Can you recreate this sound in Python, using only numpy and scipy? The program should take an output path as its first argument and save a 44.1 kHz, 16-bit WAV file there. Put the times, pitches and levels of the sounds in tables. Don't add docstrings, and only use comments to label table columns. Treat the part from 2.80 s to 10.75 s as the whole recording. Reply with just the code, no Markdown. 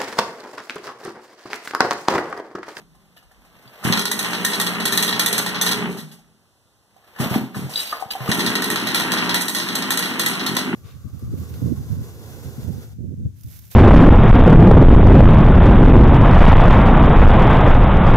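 import sys
import numpy as np
from scipy import signal
from scipy.fft import rfft, irfft, next_fast_len
from scipy.io import wavfile

SR = 44100
rng = np.random.default_rng(int(sys.argv[2]) if len(sys.argv) > 2 else 0)


def put_to_file(sound):
    columns = np.atleast_2d(sound).T
    safe = np.clip(columns, -1, 1)
    whole_steps = np.round(safe * 32767)
    wavfile.write(sys.argv[1], SR, whole_steps.astype(np.int16))


N = 350593
T = np.arange(N) / SR
SIZE = next_fast_len(N + SR)
HZ = np.maximum(np.fft.rfftfreq(SIZE, 1 / SR), 1)


def amp(db):
    return 10 ** (np.asarray(db) / 20)


def unit(x):
    return x / np.sqrt(np.mean(x ** 2) + 1e-20)


def at_hz(points):
    return np.interp(np.log(HZ), np.log(np.array(points)[:, 0]), np.array(points)[:, 1])


def shaped(x, response):
    return irfft(rfft(x, SIZE) * response, SIZE)[..., :N]


def high_pass(corner_hz, order):
    return 1 / (1 + corner_hz / (1j * HZ)) ** order


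# pitch_hz, likeness (0 to 1)
PORT_LIKENESS = [(30, .9995), (120, .995), (300, .99), (600, .95), (1000, .3), (1500, 0.), (14000, 0.)]


def at_ports(colour):
    alike = at_hz(PORT_LIKENESS)
    mid, side = rng.standard_normal((2, len(HZ))) + 1j * rng.standard_normal((2, len(HZ)))
    opposed = side * np.sqrt(1 - alike) * [[1], [-1]]
    return unit(irfft(colour * (mid * np.sqrt(1 + alike) + opposed), SIZE)[:, :N])


def narrow(hz, width_hz):
    return at_ports(1 / (1 + ((HZ - hz) / width_hz) ** 2))


def dying(times, gains, t60s, attack_s, shut_db=0, shut_s=1):
    out = np.zeros(N)
    for s, gain, t60 in zip(times, gains, t60s):
        i = int(s * SR)
        t = T[:min(N - i, SR // 2)]
        drop_db = shut_db / (1 + (shut_s / (t + 1 / SR)) ** 6)
        out[i:i + len(t)] += gain * (1 - np.exp(-t / attack_s)) * amp(-60 * t / max(t60, .005) + drop_db)
    return out


def in_time(tables):
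    out = 0
    for rows in tables:
        s, *levels = np.transpose(rows)
        out = out + amp([np.interp(T, s, level, left=-150, right=-150) for level in levels])
    return out


def spells(rows, edge_db_per_s):
    out = 0
    for s, length, db in rows:
        outside_s = np.maximum(np.maximum(3.7 * (s - T), T - s - length), 0)
        out = out + amp(db - edge_db_per_s * outside_s)
    return out


def crackle(per_s, lasting_s, depth):
    bursts = (rng.random(N) < per_s / SR) * np.minimum(rng.exponential(1, N), 2)
    decay = np.exp(-1 / (lasting_s * SR))
    return unit(1 + depth * unit(signal.lfilter([1], [1, -decay], bursts + 1e-18)))


def modal(modes):
    response = 0
    for k, (hz, db, t60) in enumerate(modes):
        damping = np.log(1000) / t60
        response = response + (-1) ** k * amp(db) / (damping + 1j * np.pi * (HZ ** 2 - hz ** 2) / HZ)
    return response * high_pass(100, 2)


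def scattered(events, modes, spread_db):
    draws = rng.standard_normal((len(events), 3, len(modes)))
    return amp(spread_db * draws[:, :1]) * np.exp(1j * draws[:, 1:])


def struck(modes, times, gains, damped_s=None, attack_s=1e-4):
    hz, level_db, t60 = np.transpose(modes)[:, :, None]
    t = T[:SR // 3]
    rings = amp(level_db - 60 * t / t60) * np.exp(2j * np.pi * hz * t) * (1 - np.exp(-t / attack_s))
    out = np.zeros((2, N + len(t)))
    for k, (s, gain) in enumerate(zip(times, gains)):
        damping = 1 if damped_s is None else amp(-60 * t / damped_s[k])
        start = int(s * SR)
        out[:, start:start + len(t)] += np.imag(gain @ rings) * damping
    return out[:, :N]


# pitch_hz, level_db (relative)
AIR_SPECTRUM = [(25, -22), (50, -1), (100, 6), (300, -3), (1000, -4), (2000, -7.5), (2240, -13.5),
                (2500, -7), (5000, -8.5), (10000, -9.5), (14500, -14)]


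def air():
    return amp(-63.5) * at_ports(amp(at_hz(AIR_SPECTRUM)))


def yard(x):
    t60_s, level_db, treble_cut_hz, bass_cut_hz = 0.4, -3.5, 11000, 292
    t = T[:SR]
    echoes = at_ports(1)[:, :SR] * amp(-60 * t / t60_s) * (t > .006)
    echoes = echoes / np.sqrt(np.sum(echoes ** 2) / 2)
    colour = high_pass(bass_cut_hz, 1) / (1 + 1j * HZ / treble_cut_hz)
    return amp(level_db) * shaped(x.mean(axis=0), rfft(echoes, SIZE) * colour)


# start_s, length_s, level_db, pitch_hz, fade_db_per_s
HUM_AND_NOTE_SPELLS = [(0, 0.23, -67, 52, 100), (.4, 0.31, -66, 52, 100), (3.375, 0.13, -72.5, 52, 100),
                       (0.0, 0.052, -63.5, 161, 45), (1.2, 0.14, -41, 421, 200),
                       (1.512, 0.63, -49.5, 401.1, 197), (2.2, 0.85, -45, 421, 206),
                       (2.898, 0.16, -37, 228, 93), (2.958, 0.24, -44.5, 161.4, 77),
                       (3.028, 0.055, -45, 386, 103), (5.565, 0.36, -44, 432, 200),
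                       (7.802, 0.18, -48, 420.6, 200)]


def hum_and_notes():
    out = 0
    for s, length, db, hz, fade in HUM_AND_NOTE_SPELLS:
        out = out + spells([(s, length, db)], fade) * narrow(hz, 13)
    return out


# time_s, rub_db, rustle_db (both relative)
HAND_LEVELS = [
    [(0.0, -54, -50), (0.07, -58, -78), (0.14, -63, -66.5), (0.5, -66.5, -63.5), (0.8, -59.5, -54),
     (0.98, -65, -48), (1.04, -43, -39)],
    [(4.1, -71, -67.5), (4.36, -73, -50), (4.42, -20, -25.5), (4.46, -34.5, -29.5), (4.49, -38, -33.5),
     (4.55, -42.5, -24), (4.6, -30.5, -38), (4.72, -45, -54.5), (4.77, -30, -37.5), (4.85, -40, -39.5),
     (5.0, -52, -53.5), (5.14, -58, -37), (5.28, -61, -49), (5.38, -62, -38.5), (5.49, -32, -30)],
]
# pitch_hz, level_db (relative)
RUSTLE_SPECTRUM = [(200, -10.5), (500, -2.5), (800, -0.5), (1300, -2), (2200, -2.5), (3200, -25.5)]
# pitch_hz, level_db (relative)
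SCRAPE_SPECTRUM = [(1500, -18.5), (2500, 0), (4000, -5.5), (5500, -10.5), (9000, -15), (13500, -5.5)]


def handling():
    rub, rustle = in_time(HAND_LEVELS) * amp(-4.5)
    uneven = crackle(100, .004, .4)
    fingers = at_ports(amp(at_hz(RUSTLE_SPECTRUM)))
    guide = amp(1.5) * at_ports(amp(at_hz(SCRAPE_SPECTRUM)))
    return rub * at_ports(modal(BODY_MODES)) + rustle * uneven * (fingers + guide)


# start_s, length_s, level_db
DRAG_SPELLS = [(.367, 0.008, -43.5), (4.93, 0.19, -33.5), (5.31, 0.02, -31.5)]
# start_s, level_db
REEL_SQUEAKS = [(4.938, -39), (4.96, -37), (4.996, -27), (5.04, -44), (5.068, -43), (5.308, -37)]


def reel():
    s, db = np.transpose(REEL_SQUEAKS)
    whistle = dying(s, amp(db), 0 * s + 0.11, 0.003) * narrow(8600, 60)
    drag = spells(DRAG_SPELLS, 900) * crackle(90, 0.0049, 1.0)
    return drag * at_ports(amp(at_hz(SCRAPE_SPECTRUM))) + whistle


# start_s, level_db (relative), pitch_hz, rattle_t60_s
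KNOCKS = [(0.147, -44, 1000, 0.081), (0.365, -43, 550, 0.027), (0.372, -37, 1700, .05),
          (0.378, -46, 2860, .04), (0.426, -43, 850, 0.073), (0.513, -41, 1220, 0.072),
          (0.647, -42.5, 650, 0.1), (0.82, -42.5, 760, 0.12), (0.876, -41, 2900, 0.06),
          (0.998, -41, 1040, 0.08), (1.028, -28, 1160, 0.08), (1.038, -15.5, 1156, 0.22),
          (3.03, -24, 1030, 0.049), (3.17, -24.5, 1080, 0.24), (3.279, -46, 697, 0.26),
          (3.314, -32.5, 3860, 0.18), (3.389, -43, 665, 0.062), (4.164, -39, 790, 0.031),
          (4.239, -49, 1220, 0.077), (4.362, -26.5, 1380, 0.022), (4.387, -25, 1340, 0.21),
          (4.4, -18.5, 1350, 0.19), (4.496, -22.5, 1220, 0.15), (4.553, -13, 840, 0.053),
          (4.745, -23, 1600, 0.04), (4.75, -32.5, 1470, 0.82), (4.764, -33, 790, 0.24),
          (4.893, -25.5, 840, 0.33), (4.936, -26, 3920, 0.072), (4.958, -18, 3970, 0.1),
          (4.974, -17.5, 3950, 0.061), (4.992, -19, 3950, 0.048), (5.001, -20.5, 3970, 0.3),
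          (5.055, -30, 3900, .05), (5.075, -39, 3900, .05), (5.094, -31, 3900, 0.043),
          (5.123, -18, 1240, 0.015), (5.1269, -10.5, 1150, 0.015), (5.130, -20, 770, .02),
          (5.140, -21, 1300, 0.014), (5.195, -35, 3400, 0.076), (5.2, -29, 780, 0.072),
          (5.212, -25, 780, 0.04), (5.224, -18.5, 774, 0.016), (5.305, -22, 3400, 0.069),
          (5.308, -26.5, 3600, .04), (5.308, -31, 1150, .02), (5.352, -21, 780, 0.036),
          (5.382, -34, 815, 0.037), (5.404, -17.5, 1100, 0.0089), (5.477, -13.5, 1450, 0.04)]
# pitch_hz, level_db (relative), t60_s
FRAME_MODES = [(530, -4.5, 0.05), (700, -3, 0.051), (774, 3, 0.064), (890, -8, 0.035), (1051, -7, 0.12),
               (1229, 1.5, 0.042), (1356, -3, 0.033), (1464, -3, 0.03), (1713, 0, 0.084), (1792, -2, 0.073),
               (2900, 3, 0.077), (3407, 4, .025), (3890, 9, 0.019), (3900, -2.5, 0.089), (4710, 13, 0.064)]


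def clicks():
    s, level_db, hz, t60 = np.transpose(KNOCKS)
    octaves = np.abs(np.log2(np.array(FRAME_MODES)[:, 0] / hz[:, None]))
    strength = amp(level_db[:, None] - 11.5 - 17.0 * octaves)[:, None]
    gains = strength * scattered(s, FRAME_MODES, spread_db=5.0)
    rings = struck(FRAME_MODES, s, gains, attack_s=0.00029)
    rings = shaped(rings, high_pass(300, 2))
    rattle = dying(s, amp(level_db - 7.0), t60, 0.0057) * at_ports(high_pass(500, 2))
    return rings + rattle


# start_s, level_db (relative), deepest_mode_db (relative), favoured_pitch_hz, damping_t60_s
PULL_THUMPS = [(0.854, -46.5, -47.5, 180, 0.6), (1.047, -6.5, -23, 177, 0.42), (1.071, -13, -27, 220, 0.29),
               (1.097, -4, -28.5, 228, 0.46), (1.114, -15, -30.5, 220, 0.24), (4.397, -9, -24.5, 174, 0.7),
               (4.419, -15, -30, 185, 0.26), (4.457, -11.5, -34.5, 226, 0.27),
               (4.508, -9.5, -21, 175, 0.41), (4.53, -14.5, -35, 200, 0.17), (4.557, -2.5, -45, 258, 0.12),
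               (4.611, -13.5, -33, 256, 1.0), (4.634, -22, -41.5, 258, 0.47),
               (4.763, -23, -26.5, 219, 0.22), (4.79, -20, -28, 255, 0.18), (4.819, -17, -32, 148, .3),
               (4.841, -35, -23.5, 170, 0.22), (4.862, -24.5, -27, 260, 0.055),
               (5.255, -27, -31.5, 390, 0.027), (5.402, -39, -27, 150, 1), (5.486, -2.5, -30.5, 206, 0.4),
               (5.674, -14.5, -27, 238, 0.23)]


def pull_thumps():
    softened_hz = 350
    s, level_db, deep_db, pitch_hz, damped_s = np.transpose(PULL_THUMPS)
    octaves = np.abs(np.log2(np.array(BODY_MODES)[1:, 0] / pitch_hz[:, None]))
    upper_db = level_db[:, None] - 5.5 - 30 * octaves
    levels_db = np.hstack([deep_db[:, None] + 15.5, upper_db])
    push = struck(BODY_MODES, s + .002, amp(levels_db)[:, None], damped_s)
    push = shaped(push, high_pass(95, 4))
    push = shaped(push, 1 / (1 + 1j * HZ / softened_hz) ** 2)
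    puff = amp(-8) * at_ports(modal(BODY_MODES))
    scrape = amp(-27.5) * at_ports(amp(at_hz(SCRAPE_SPECTRUM)))
    return push + dying(s, amp(level_db), 0 * s + 0.067, 0.013) * (puff + scrape)


# time_s, speed_turns_per_s
CRANK_SPEED = [(0, 37), (1.0, 50), (1.2, 56), (2.95, 62), (3.4, 42), (4.4, 40), (5.5, 45), (5.8, 59.7),
               (7.95, 50)]


def crank():
    free = np.cumsum(np.interp(T, *np.transpose(CRANK_SPEED))) / SR
    at = np.interp([0] + [row[0] for row in FIRING_EVENTS] + [T[-1]], T, free)
    whole_turns = np.maximum(np.round(np.diff(at, prepend=0)), 1)
    return np.interp(free, at, np.cumsum(whole_turns))


# time_s, thump_db, rattle_db, exhaust_hiss_db (all relative)
TURNING_LEVELS = [
    [(1.05, -48, -22, -20.5), (1.19, -22, -25, -21.5), (1.23, -32.5, -46.5, -39.5),
     (1.45, -30, -26.5, -25.5), (1.9, -30, -28, -29), (2.1, -26.5, -26.5, -40), (2.55, -29, -28.5, -30.5),
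     (3.06, -27, -28.5, -46), (3.12, -28, -42.5, -32.5), (3.22, -38.5, -52, -42.5), (3.39, -60, -65, -75),
     (3.65, -71, -75, -86)],
    [(5.49, -34.5, -24.5, -21.5), (5.58, -23, -26.5, -20.5), (5.92, -28.5, -27, -32),
     (6.42, -26, -23.5, -31), (6.57, -26, -25.5, -28), (6.74, -32.5, -36.5, -41.5), (6.95, -28.5, -28, -29),
     (7.3, -29, -27, -35.5), (7.67, -28, -28, -29.5), (7.95, -25.5, -30.5, -41.5)],
]
# pitch_hz, level_db (relative), t60_s
BODY_MODES = [(129.2, -7, 0.28), (177.4, 0.5, 0.16), (216.2, 4, 0.073), (257.5, -4, 0.16),
              (280.7, -7.5, 0.17), (336.5, -8.5, 0.071), (391.4, -10, 0.16), (431.7, -18.5, 0.19)]
# pitch_hz, level_db (relative)
RATTLE_SPECTRUM = [(100, -46), (300, 0.5), (500, -6), (1000, 1.5), (2000, 3), (3000, 1), (6000, -53)]
MIDDLE_FIRST_DB, MIDDLE_SECOND_DB, BETWEEN_RUNS_S = -8.5, 3.5, 4


def turning(turns, thump, rattle, rough=0.43):
    whole = np.floor(turns).astype(int)
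    late = np.floor(turns - .15 * rng.random(N)[whole]).astype(int)
    pushes = (np.diff(late, prepend=0) > 0) * amp(2.5 * rng.standard_normal(N))
    drive = unit(pushes) + rough * at_ports(1)
    middle = modal(BODY_MODES[:6]) - modal(BODY_MODES[:3])
    middle_gain = amp(np.where(T < BETWEEN_RUNS_S, MIDDLE_FIRST_DB, MIDDLE_SECOND_DB))
    thumps = shaped(drive, modal(BODY_MODES) - middle) + middle_gain * shaped(drive, middle)
    thumps = thumps * (1 + .55 * np.cos(2 * np.pi * (turns - 0.35)))
    thumps = shaped(thumps, high_pass(90, 2))
    shake = amp(-35.5) * at_ports(1 / (1 + (HZ / 80) ** 4))
    beat = 1 + .7 * amp(5 * rng.standard_normal(N))[whole] * np.exp(-4 * (turns - whole))
    grains = (rng.random(N) < 1500 / SR) * amp(4.0 * np.minimum(rng.exponential(1, N), 4))
    knocks = shaped(at_ports(1) * beat * (1.62 + unit(grains)), amp(at_hz(RATTLE_SPECTRUM)))
    return amp(-5.5) * thump * (unit(thumps) + shake) + amp(-4.0) * rattle * unit(knocks)


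# pitch_hz, level_db (relative), t60_s
WALL_MODES = [(1780, -4, .14), (1845, -2, .14), (1878, 0, .18), (1975, -5, .12), (2370, -3, .14),
              (3270, -5, .1), (3530, -4, .1), (3775, -4, .1), (3880, -1, .12), (3935, -3, .12),
              (3995, -1, .12), (4265, -4, .1), (4335, -3, .1), (6150, -3, .05), (6230, 0, .07)]


def walls():
    s, level_db, treble_db, decay_s = np.transpose(FIRING_EVENTS)
    ring_db = -17.5 + 0.73 * (level_db + treble_db)
    chance = scattered(s, WALL_MODES, spread_db=6)
    return struck(WALL_MODES, s + 0.00098, amp(ring_db)[:, None, None] * chance)


# pitch_hz, width_hz, level_db (relative)
METAL_RESONANCES = [(1040, 100, -2), (1400, 150, -4), (1880, 110, 6), (3400, 250, 1), (3950, 150, 9),
                    (4300, 100, 3), (6230, 220, 2)]


def pipe():
    overtone_spacing_hz, bass_return = 468.5, 0.31
    metal = 1
    for hz, width_hz, db in METAL_RESONANCES:
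        metal = metal + amp(db) / (1 + 1j * (HZ ** 2 - hz ** 2) / (HZ * width_hz))
    returned = bass_return / (1 + HZ / 12000)
    return metal / (1 - returned * np.exp(-2j * np.pi * HZ / overtone_spacing_hz))


# start_s, level_db (relative), treble_db (relative to that level), decay_s (scaled in exhaust)
FIRING_EVENTS = [(1.1243, -5, -22.5, 0.08), (1.1732, -12, -17.5, 0.072), (1.1928, -12.5, -12, 0.22),
                 (1.2542, -12, -10, 0.13), (1.314, -15, -3, 0.16), (1.3902, -17.5, -4, 0.16),
                 (1.4467, -18, -19, 0.16), (1.5317, -16.5, -21.5, 0.29), (1.6473, -13.5, -4, 0.29),
                 (1.716, -23, -14, .2), (1.7327, -14, -21.5, 0.075), (1.799, -13.5, -4, 0.24),
                 (1.8655, -16, -15.5, 0.11), (1.934, -29.5, -23, .2), (2.0009, -21.5, -12.5, 0.55),
                 (2.0537, -10.5, -7, 0.21), (2.123, -17.5, -2.5, 0.26), (2.1743, -9, -7.5, 0.12),
                 (2.2248, -12.5, -4.5, 0.21), (2.2787, -12.5, -13.5, 0.18), (2.3265, -12.5, -25.5, 0.17),
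                 (2.3945, -7.5, -6.5, 0.18), (2.4602, -12.5, -2, 0.15), (2.5278, -13, -6, 0.19),
                 (2.58, -13, -3.5, 0.11), (2.6624, -14.5, -11.5, 0.21), (2.7454, -18, -27, 0.42),
                 (2.8126, -13, -2.5, 0.31), (2.8636, -10, -12.5, .16), (2.9124, -13, -13.5, 0.13),
                 (3.127, -43, -18, .15), (3.185, -31, -18, 0.16), (5.5156, -5.5, -19, 0.051),
                 (5.5933, -14.5, -19.5, 0.25), (5.6629, -9, -16, 0.124), (5.7535, -7, -16, 0.07),
                 (5.8206, -15, -11, 0.26), (5.8408, -24.5, -6, .15), (5.9011, -21, -2, 0.31),
                 (5.9585, -16, -20, 0.53), (6.0704, -16, -14, 0.51), (6.1454, -10, -9, 0.26),
                 (6.1986, -21, -6, 0.073), (6.3184, -12, -11, 0.29), (6.3734, -18, -32.5, 0.52),
                 (6.493, -10, -19.5, 0.18), (6.5434, -10.5, -7, 0.24), (6.609, -26, 4.5, 0.27),
                 (6.6813, -17.5, -3.5, 0.33), (6.7479, -13, -9, 0.33), (6.799, -15, -30, 0.24),
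                 (6.8868, -16, -22.5, 0.15), (6.9532, -15, -8, 0.22), (7.022, -14.5, -20.5, 0.14),
                 (7.1049, -11, -5, 0.19), (7.1732, -15.5, -5, 0.37), (7.2242, -14.5, -19, 0.3),
                 (7.337, -29.5, -37, 0.17), (7.3945, -11.5, -8, 0.27), (7.4609, -12.5, -5, 0.17),
                 (7.5299, -22.5, -31.5, 0.28), (7.5949, -16.5, -39, 0.16), (7.6632, -13.5, -11.5, 0.17),
                 (7.7489, -28, -10.5, 0.15), (7.7668, -9, -12, 0.19)]
# pitch_hz, level_db (relative)
BARK_SPECTRUM = [(100, -52), (300, -22), (600, -16), (1500, -11.5), (4400, -8.5), (5200, -2), (9000, 3.5),
                 (14500, 1.5)]


def exhaust(turns, hiss, throb=0.0074):
    s, level_db, treble_db, decay_s = np.transpose(FIRING_EVENTS)
    split = 1 / (1 + (HZ / 5000) ** 8)
    bark = amp(at_hz(BARK_SPECTRUM))
    low, high = at_ports(split * bark), at_ports((1 - split) * bark)
    sputter = crackle(200, .002, .45)
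    port = sputter * (1 + throb * np.cos(2 * np.pi * (turns - .1)))

    def blast(db, attack_s):
        blow = dying(s, amp(db - 14.5), 1.424 * decay_s, attack_s, shut_db=-5, shut_s=.032)
        crack = dying(s, amp(db - 11), 0 * s + .02, 0.00015)
        return port * blow + crack

    steady = port * hiss * amp(-10.5) * unit(low + 2.8 * high)
    front = np.zeros(N)
    front[(s * SR).astype(int) + 40] = amp(level_db + 3)
    front = shaped(front, high_pass(400, 2) / (1 + 1j * HZ / 7000))
    low_blast = low * blast(level_db, 0.0061)
    high_blast = high * blast(level_db + treble_db + 12, .001)
    return shaped(front + low_blast + high_blast + steady, pipe())


def scene():
    thump, rattle, hiss = in_time(TURNING_LEVELS)
    turns = crank()
    engine = exhaust(turns, hiss) + walls() + turning(turns, thump, rattle)
    sources = engine + hum_and_notes() + pull_thumps() + clicks() + handling() + reel()
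    return sources + yard(sources) + air()


# pitch_hz, first_over_second_db
PORT_BALANCE = [(30, .5), (60, 1.8), (120, 2.3), (300, 1.5), (600, 1.0), (1000, 1.5), (5000, 1.0),
                (8000, -4.0), (14000, -5.0)]
# pitch_hz, share
SUBTRACTED_SHARE = [(4500, 1.0), (7500, .4), (14000, .3)]


def record(dry):
    port_lag_s, bass_lift_hz, low_cut_hz, cutoff_hz = 1 / 2390, 648, 25, 14650
    tilt = amp(at_hz(PORT_BALANCE) / 2)
    ports = rfft(dry, SIZE) * [tilt, 1 / tilt]
    delay = np.exp(-2j * np.pi * HZ * port_lag_s)
    sides = ports - ports[::-1] * at_hz(SUBTRACTED_SHARE) * delay
    lift = (1 + bass_lift_hz / (1j * HZ)) * high_pass(low_cut_hz, 2)
    out = irfft(0.82 * sides * lift, SIZE)[:, :N]
    return signal.sosfilt(signal.cheby2(14, 45, cutoff_hz, fs=SR, output="sos"), out)


dry = scene()
out = record(dry)
put_to_file(out)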